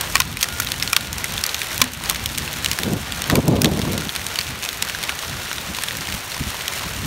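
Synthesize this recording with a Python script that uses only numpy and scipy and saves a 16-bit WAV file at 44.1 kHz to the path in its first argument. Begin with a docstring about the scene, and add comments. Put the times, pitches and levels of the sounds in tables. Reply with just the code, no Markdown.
"""Hail on a concrete walk and a door sill, in heavy rain, close to a phone microphone.
Near stones are decaying sines with noise cracks and splashes; sill modes ring with them, a door panel thuds once.
Far stones merge into a patter over shaped-noise rain; a metal post hums faintly as a decaying sine.
Wind on the microphone port is low noise with puffs and buffets; the loudest peaks softly overload the input."""
import sys
import numpy as np
from scipy.fft import rfft, irfft, next_fast_len
from scipy.io import wavfile
from scipy.ndimage import uniform_filter1d, map_coordinates

SR = 44100
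rng = np.random.default_rng(int(sys.argv[2]) if len(sys.argv) > 2 else 0)


def generate_wav(sig):
    """Save sig (samples, or channels by samples) to the path in sys.argv[1] as 16-bit PCM at SR."""
    pcm = np.round(np.clip(np.atleast_2d(sig).T, -1, 1) * 32767).astype(np.int16)
    wavfile.write(sys.argv[1], SR, pcm)


N = 311346


def amp(db):
    """Amplitude ratio of a level in dB."""
    return 10 ** (np.asarray(db) / 20)


def unit(x):
    """x scaled to an RMS of one."""
    return x / np.sqrt(np.mean(x ** 2) + 1e-20)


def curves(rows):
    """One value per sample for each column after the time in seconds."""
    knot_s, *columns = np.transpose(rows)
    return [np.interp(np.arange(N) / SR, knot_s, column) for column in columns]


def wobble(rate_hz):
    """A smooth random curve through rate_hz normal draws a second."""
    knots = rng.standard_normal(int(N * rate_hz / SR) + 4)
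    return map_coordinates(knots, [np.arange(N) * rate_hz / SR])


def filtered(x, response):
    """x times a response, a function of frequency in Hz."""
    size = next_fast_len(N + 8192)
    spectrum = rfft(x, size) * response(np.fft.rfftfreq(size, 1 / SR))
    return irfft(spectrum, size)[..., :N]


def coloured(x, points):
    """x shaped by (Hz, dB) points on a log axis, at unchanged power for white input."""
    point_hz, point_db = np.transpose(points)
    return filtered(x, lambda hz: unit(amp(np.interp(np.log(hz + 1), np.log(point_hz), point_db))))


def impacts(s, db, hz, crack_db, cycles, life_s, size):
    """Each stone rings for some cycles to -60 dB, cracks dull or bright, then scatters chips and water."""
    # Spectrum of shattering ice. Each row: frequency in Hz, relative density in dB.
    crack_points = [(300, -6.5), (1000, -7.5), (2500, 2), (6000, 2), (12000, -2.5), (16000, -7.5)]
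    # Spectrum of scattering chips and water. Each row: frequency in Hz, relative density in dB.
    splash_points = [(500, -20), (1500, 4), (4000, 3.5), (9000, -7), (16000, -19)]
    bright_hz = 5560  # splits cracks into a dull and a bright part
    t = np.arange(size) / SR
    s, db, hz, crack_db = (np.asarray(column)[:, None] for column in (s, db, hz, crack_db))
    at = (np.round(s * SR).astype(int) + np.arange(size)).ravel()

    def mix(grains):
        """Overlap-add of the grains at their starts."""
        return np.bincount(at, grains.ravel(), N + size)[:N]

    ring = amp(db - 60 * t * hz / cycles) * np.sin(2 * np.pi * hz * t)
    crack_t60_s = life_s * amp(rng.normal(0, 4.4, hz.shape))  # some cracks are mere ticks
    crack = amp(db + crack_db - 60 * t / crack_t60_s) * rng.standard_normal(ring.shape)
    # small, high stones crack brighter
    tilt_db = 4.1 * np.log2(hz / 3500) + rng.normal(0, 5.2, hz.shape)
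    dull = filtered(mix(crack * amp(-tilt_db / 2)), lambda f: 1 / (1 + (f / bright_hz) ** 4))
    bright = filtered(mix(crack * amp(tilt_db / 2)), lambda f: 1 - 1 / (1 + (f / bright_hz) ** 4))
    splash = amp(db - 12 - 60 * t / 0.032) * rng.standard_normal(ring.shape)
    return mix(ring) + coloured(dull + bright, crack_points) + coloured(mix(splash), splash_points)


def far_stones(count, spread_db, centre_hz, crack_db, life_s):
    """A random fall of smaller and farther stones, some louder than the rest, at unit RMS."""
    draw, scatter = rng.random((count, 2)), rng.standard_normal((count, 2))
    start_s = draw[:, 0] * N / SR
    db = -spread_db * np.log(1 - .96 * draw[:, 1])
    hz = np.clip(centre_hz * np.exp(.55 * scatter[:, 0]), 1000, 12000)
    cracks_db = crack_db + 3.4 * scatter[:, 1]
    return unit(impacts(start_s, db, hz, cracks_db, cycles=14, life_s=life_s, size=768))


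def downpour():
    """Rain on wet concrete as patchy noise under far stones; the hiss swells more than the patter."""
    # Strength of the downpour. Each row: time in seconds, gain in dB.
    fall = [(0, -28), (.2, -29.5), (.25, -33.5), (.35, -35), (.41, -30), (.9, -30), (1.07, -32), (1.2, -30),
            (1.75, -28), (2.0, -35.5), (2.06, -28.5), (2.25, -31.5), (2.68, -27.5), (2.9, -31.5),
            (3.3, -29), (3.5, -33.5), (4.35, -29), (4.5, -30.5), (5.9, -29), (6.25, -30), (6.72, -28),
            (7.06, -30)]
    # Spectrum of the rain's patter. Each row: frequency in Hz, relative density in dB.
    patter_points = [(150, -49), (250, -10.5), (368, -4.5), (1180, -3.5), (1470, -2.5), (3820, -5.5),
                     (4850, -9.5), (6000, -15), (7800, -19), (13200, -120)]
    # Spectrum of the rain's hiss. Each row: frequency in Hz, relative density in dB.
    hiss_points = [(2500, -40), (5000, 5), (9000, 3.5), (15800, -2.5)]
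    # The phone rises from the ground, close ticks recede. Each row: time in seconds, gain in dB.
    lift = [(3.5, 0), (5.5, -3)]
    fall_db = curves(fall)[0]
    swell_db = fall_db - fall_db.mean()
    patter_gain = amp(1.14 * wobble(25) - 0.07 * swell_db)
    patter = patter_gain * coloured(rng.standard_normal(N), patter_points)
    hiss_gain = amp(-7.5 + 0.22 * swell_db + 1.6 * wobble(40))
    hiss = hiss_gain * coloured(rng.standard_normal(N), hiss_points)
    flurry = amp(1.2 * wobble(9))
    stones = far_stones(count=2200, spread_db=5.5, centre_hz=2920, crack_db=-3, life_s=0.0071)
    stones = amp(-3.5) * flurry * stones
    # small ones close by tick sharply
    chips = far_stones(count=600, spread_db=4, centre_hz=4450, crack_db=2, life_s=0.0034)
    chips = amp(-9 + curves(lift)[0]) * chips
    return amp(fall_db) * (amp(-3) * patter + stones + chips + hiss)


def wind():
    """A lumpy rumble, short puffs, and bursts of eddies while a gust meets the port."""
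    # Rumble of the gusts. Each row: time in seconds, level in dB.
    gusts = [(0, -32), (1.2, -35), (1.6, -41.5), (2.0, -34), (3.2, -33), (4.15, -37.5), (6.75, -40),
             (7.06, -29.5)]
    # Short low bumps. Each row: centre in seconds, gain in dB, half length to 1/e in seconds.
    puff_rows = [(4.405, -32, 0.013), (4.493, -35, 0.02), (5.353, -38.5, 0.066), (5.706, -26.5, 0.013),
                 (6.103, -32, 0.014), (6.145, -26, 0.0096), (6.414, -27, 0.0086), (6.477, -31, 0.022),
                 (6.864, -29, 0.016)]
    # Wind straight on the port. Each row: start in seconds, hold in seconds, dB at start, dB at end.
    buffets = [(2.823, 0.146, -24, -21), (3.336, 0.061, -11, -15), (3.471, 0.227, -16.5, -17.5),
               (3.726, 0.261, -21.5, -25), (4.022, 0.062, -27, -35)]
    # Spectrum of the rumble. Each row: frequency in Hz, relative density in dB.
    rumble_points = [(15, -45), (25, -39), (46, -4), (70, 1), (151, -3), (240, -8), (400, -20.5),
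                     (520, -66), (880, -120)]
    # Spectrum of the eddies. Each row: frequency in Hz, relative density in dB.
    flutter_points = [(24, -45), (40, -22), (65, -2.5), (177, -0.5), (460, -10), (1120, -25), (1500, -43),
                      (1950, -58), (3300, -120)]
    split_hz, brightening = 370, .3  # above the split, eddies gain extra dB per dB of buffet
    t = np.arange(N) / SR
    rumble = unit(amp(2.44 * wobble(14)) * coloured(rng.standard_normal(N), rumble_points))
    eddies = unit(amp(3 * wobble(110)) * coloured(rng.standard_normal(N), flutter_points))
    low = filtered(eddies, lambda hz: 1 / (1 + (hz / split_hz) ** 4))
    puffs = sum(amp(db) * np.exp(-((t - s) / half_s) ** 2) for s, db, half_s in puff_rows)
    bursts = sum(buffet(t, *row) for row in buffets)
    high = (bursts / bursts.max()) ** brightening * amp(3.5) * (eddies - low)
    return (amp(curves(gusts)[0]) + puffs) * rumble + bursts * (low + high)


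def buffet(t, start_s, hold_s, start_db, end_db):
    """Gain of one buffet: rise, hold, break off."""
    rise_db_per_s, drop_db_per_s = 395, 783
    end_s = start_s + hold_s
    held_db = np.interp(t, [start_s, end_s], [start_db, end_db])
    rise_db = rise_db_per_s * np.maximum(start_s - t, 0)
    drop_db = drop_db_per_s * np.maximum(t - start_s - hold_s, 0)
    return amp(held_db - rise_db - drop_db)


def post():
    """Now and then a stone sets a thin metal post humming on one note; the strongest ring prevails."""
    # Blows on the post. Each row: start in seconds, level before the wobble in dB.
    blows = [(-.1, -42), (.48, -35.5), (.85, -37), (2.85, -40), (3.95, -41), (5.1, -39.5)]
    hum_hz, t60_s = 1426, 2.5
    t = np.arange(N) / SR
    ring = np.max([amp(db - 60 * (t - s) / t60_s) * (t > s) for s, db in blows], axis=0)
    smooth_ring = uniform_filter1d(ring, size=400)
    return smooth_ring * amp(2 * wobble(12)) * np.sin(2 * np.pi * hum_hz * t)


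def near_stones():
    """Stones at the doorstep; each rings the modes of the sill, by a level of its own if it strikes the sill."""
    # Stones on the concrete. Each row: start in seconds, ring peak in dB, ring in Hz, crack dB over the ring.
    concrete_stones = [(0.0106, -15, 3700, 5.5), (0.168, -8, 2640, -6), (0.219, -15.5, 3770, -0.5),
                       (0.371, -19, 2460, 4), (0.4100, -18, 2950, 5), (0.442, -14, 1880, -2),
                       (0.6712, -12.5, 3880, -8), (0.7189, -12.5, 7200, 6), (0.7995, -15, 3700, -1),
                       (0.8253, -1.5, 5250, -14.5), (0.8763, -7, 4270, -3), (1.0087, -14.5, 3630, 0),
                       (1.1294, -25.5, 4050, 13), (1.1824, -21, 5160, 9.5), (1.2428, -8.5, 2060, -1),
                       (1.379, -11.5, 3500, -2.5), (1.4385, -6.5, 5330, -1.5), (1.4645, -19.5, 9650, 12),
                       (1.4934, -10.5, 4000, -13), (1.545, -18, 5540, 5), (1.617, -10, 2470, -4),
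                       (1.779, -18, 4200, 8), (1.8414, -17, 1890, 2), (2.0975, -3.5, 3540, -0.5),
                       (2.1115, -16, 1110, 0), (2.162, -23.5, 3120, 10), (2.2593, -12, 3450, 1),
                       (2.3776, -13.5, 2240, 2), (2.3825, -22, 5170, 12), (2.4773, -11.5, 2650, -11),
                       (2.6456, -6, 3800, -3.5), (2.7145, -5.5, 2900, 2), (2.732, -16.5, 2170, 8),
                       (2.7883, -11, 1700, 1.5), (2.834, -13, 3570, 3), (3.1223, -15, 3320, 5),
                       (3.22, -16, 2960, 6.5), (3.2412, -15, 2990, 6), (3.3104, -23, 2150, 7),
                       (3.4805, -20.5, 3900, 6.5), (3.6453, -0.5, 2530, 2.5), (3.6572, -4.5, 3550, -23),
                       (3.7924, -30.5, 2020, 17), (3.8167, -12, 3450, -5), (3.9786, -8.5, 3830, -7),
                       (4.0928, -8, 3460, -24), (4.1616, -8.5, 4070, -5.5), (4.2664, -9, 8360, -5),
                       (4.3576, -8.5, 3000, -6.5), (4.4118, -9, 4570, -10), (4.6503, -16, 2540, 0),
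                       (4.66, -15, 2580, -4), (4.6899, -14.5, 3640, 7), (4.8242, -9, 4000, 4.5),
                       (4.8874, -16.5, 5200, -3), (4.9483, -11.5, 1600, -3), (5.0375, -9, 4400, -5),
                       (5.5825, -12, 3600, -17), (5.748, -13.5, 4000, -6), (5.8365, -7, 9350, -8),
                       (5.885, -7, 3420, -11), (6.319, -14.5, 4160, -13), (6.3455, -13.5, 5380, -12),
                       (6.68, -10, 2820, 2), (6.777, -16, 2840, -9)]
    # Stones on the door sill. Each row: start in seconds, ring peak in dB, ring in Hz,
    # crack dB over the ring, blow to the sill in dB.
    sill_stones = [(0.1545, 2, 1870, 1, 1.5), (0.202, 2, 6100, -1, -3), (0.428, -9, 4200, 3, -17),
                   (0.6002, -8, 1420, -3.5, -30), (0.9309, -1, 5600, 3, -6),
                   (0.9645, -6.5, 2390, 10.5, -9.5), (1.816, 8.5, 3430, 3.5, 0.5),
                   (2.6603, -16, 2760, 11, -17), (3.2993, -5.5, 1850, -2, -10.5),
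                   (3.3552, -13.5, 4370, 7, -12), (3.618, -11.5, 5800, 6, -21),
                   (4.3886, -1.5, 4500, -14, -19), (5.0934, -7.5, 2300, -16, -13)]
    # Typical modes of the hollow sill. Each row: frequency in Hz, level in dB, T60 in seconds.
    sill_modes = [(1116, -9.5, 0.046), (1268, -6.5, 0.025), (1478, -9, 0.037), (2010, -17, 0.029),
                  (2447, -1, 0.018), (3680, -23, 0.017), (4540, -31, 0.018)]
    shake_db = -28  # blow to the sill by a stone on the concrete, relative to its own peak
    beside = [(*row, row[1] + shake_db) for row in concrete_stones]
    s, db, hz, crack_db, blows_db = np.transpose(sill_stones + beside)
    sill, t = np.zeros(N + SR), np.arange(SR // 5) / SR
    mode_hz, mode_db, t60_s = np.transpose(sill_modes)[:, :, None]
    for start_s, blow_db in zip(s, blows_db):
        # each spot of the sill sounds a little different
        detune = 1 + 0.05 * rng.standard_normal(mode_hz.shape)
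        spot_db = mode_db + rng.normal(0, 3, mode_db.shape)
        decay = amp(blow_db + spot_db - 60 * t / t60_s)
        modes = decay * np.sin(2 * np.pi * mode_hz * detune * t)
        sill[round(start_s * SR):][:len(t)] += modes.sum(axis=0)
    return impacts(s, db, hz, crack_db, cycles=27, life_s=0.008, size=2048) + sill[:N]


def door():
    """The biggest stone thuds in the door panel: one low, short ring with a soft onset."""
    # The row: level before the swell in dB, frequency in Hz, T60 in seconds, swell time constant in seconds.
    thud = (-16, 250, .19, .012)
    start_s = 1.818
    db, hz, t60_s, swell_s = thud
    t = np.maximum(np.arange(N) / SR - start_s, 0)
    return amp(db - 60 * t / t60_s) * (1 - np.exp(-t / swell_s)) * np.sin(2 * np.pi * hz * t)


def scene():
    """All sources; a 750 Hz high-pass on near stones, which are too small to radiate bass."""
    stones = filtered(near_stones(), lambda hz: (1j * hz / (1j * hz + 750)) ** 2)
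    return (stones + downpour() + wind() + post() + door())[None]


def record(dry):
    """Dips of the phone's case and port, soft overload of the input, band limit."""
    # Dips of the case and port. Each row: centre in Hz, width in Hz, gain at the centre in dB.
    notches = [(4920, 350, -5), (7620, 860, -3), (10460, 680, -8)]
    top_hz, ceiling = 15750, .67

    def dip(f, hz, width_hz, db):
        """Response of one resonant dip."""
        band = 1j * f * width_hz
        return 1 - (1 - amp(db)) * band / (hz * hz - f * f + band)

    x = filtered(dry, lambda f: np.prod([dip(f, *row) for row in notches], axis=0) * (f < top_hz))
    x = x / (1 + np.abs(x / ceiling) ** 6) ** (1 / 6)
    return filtered(x, lambda hz: hz < top_hz)


dry = scene()
out = record(dry)
generate_wav(out)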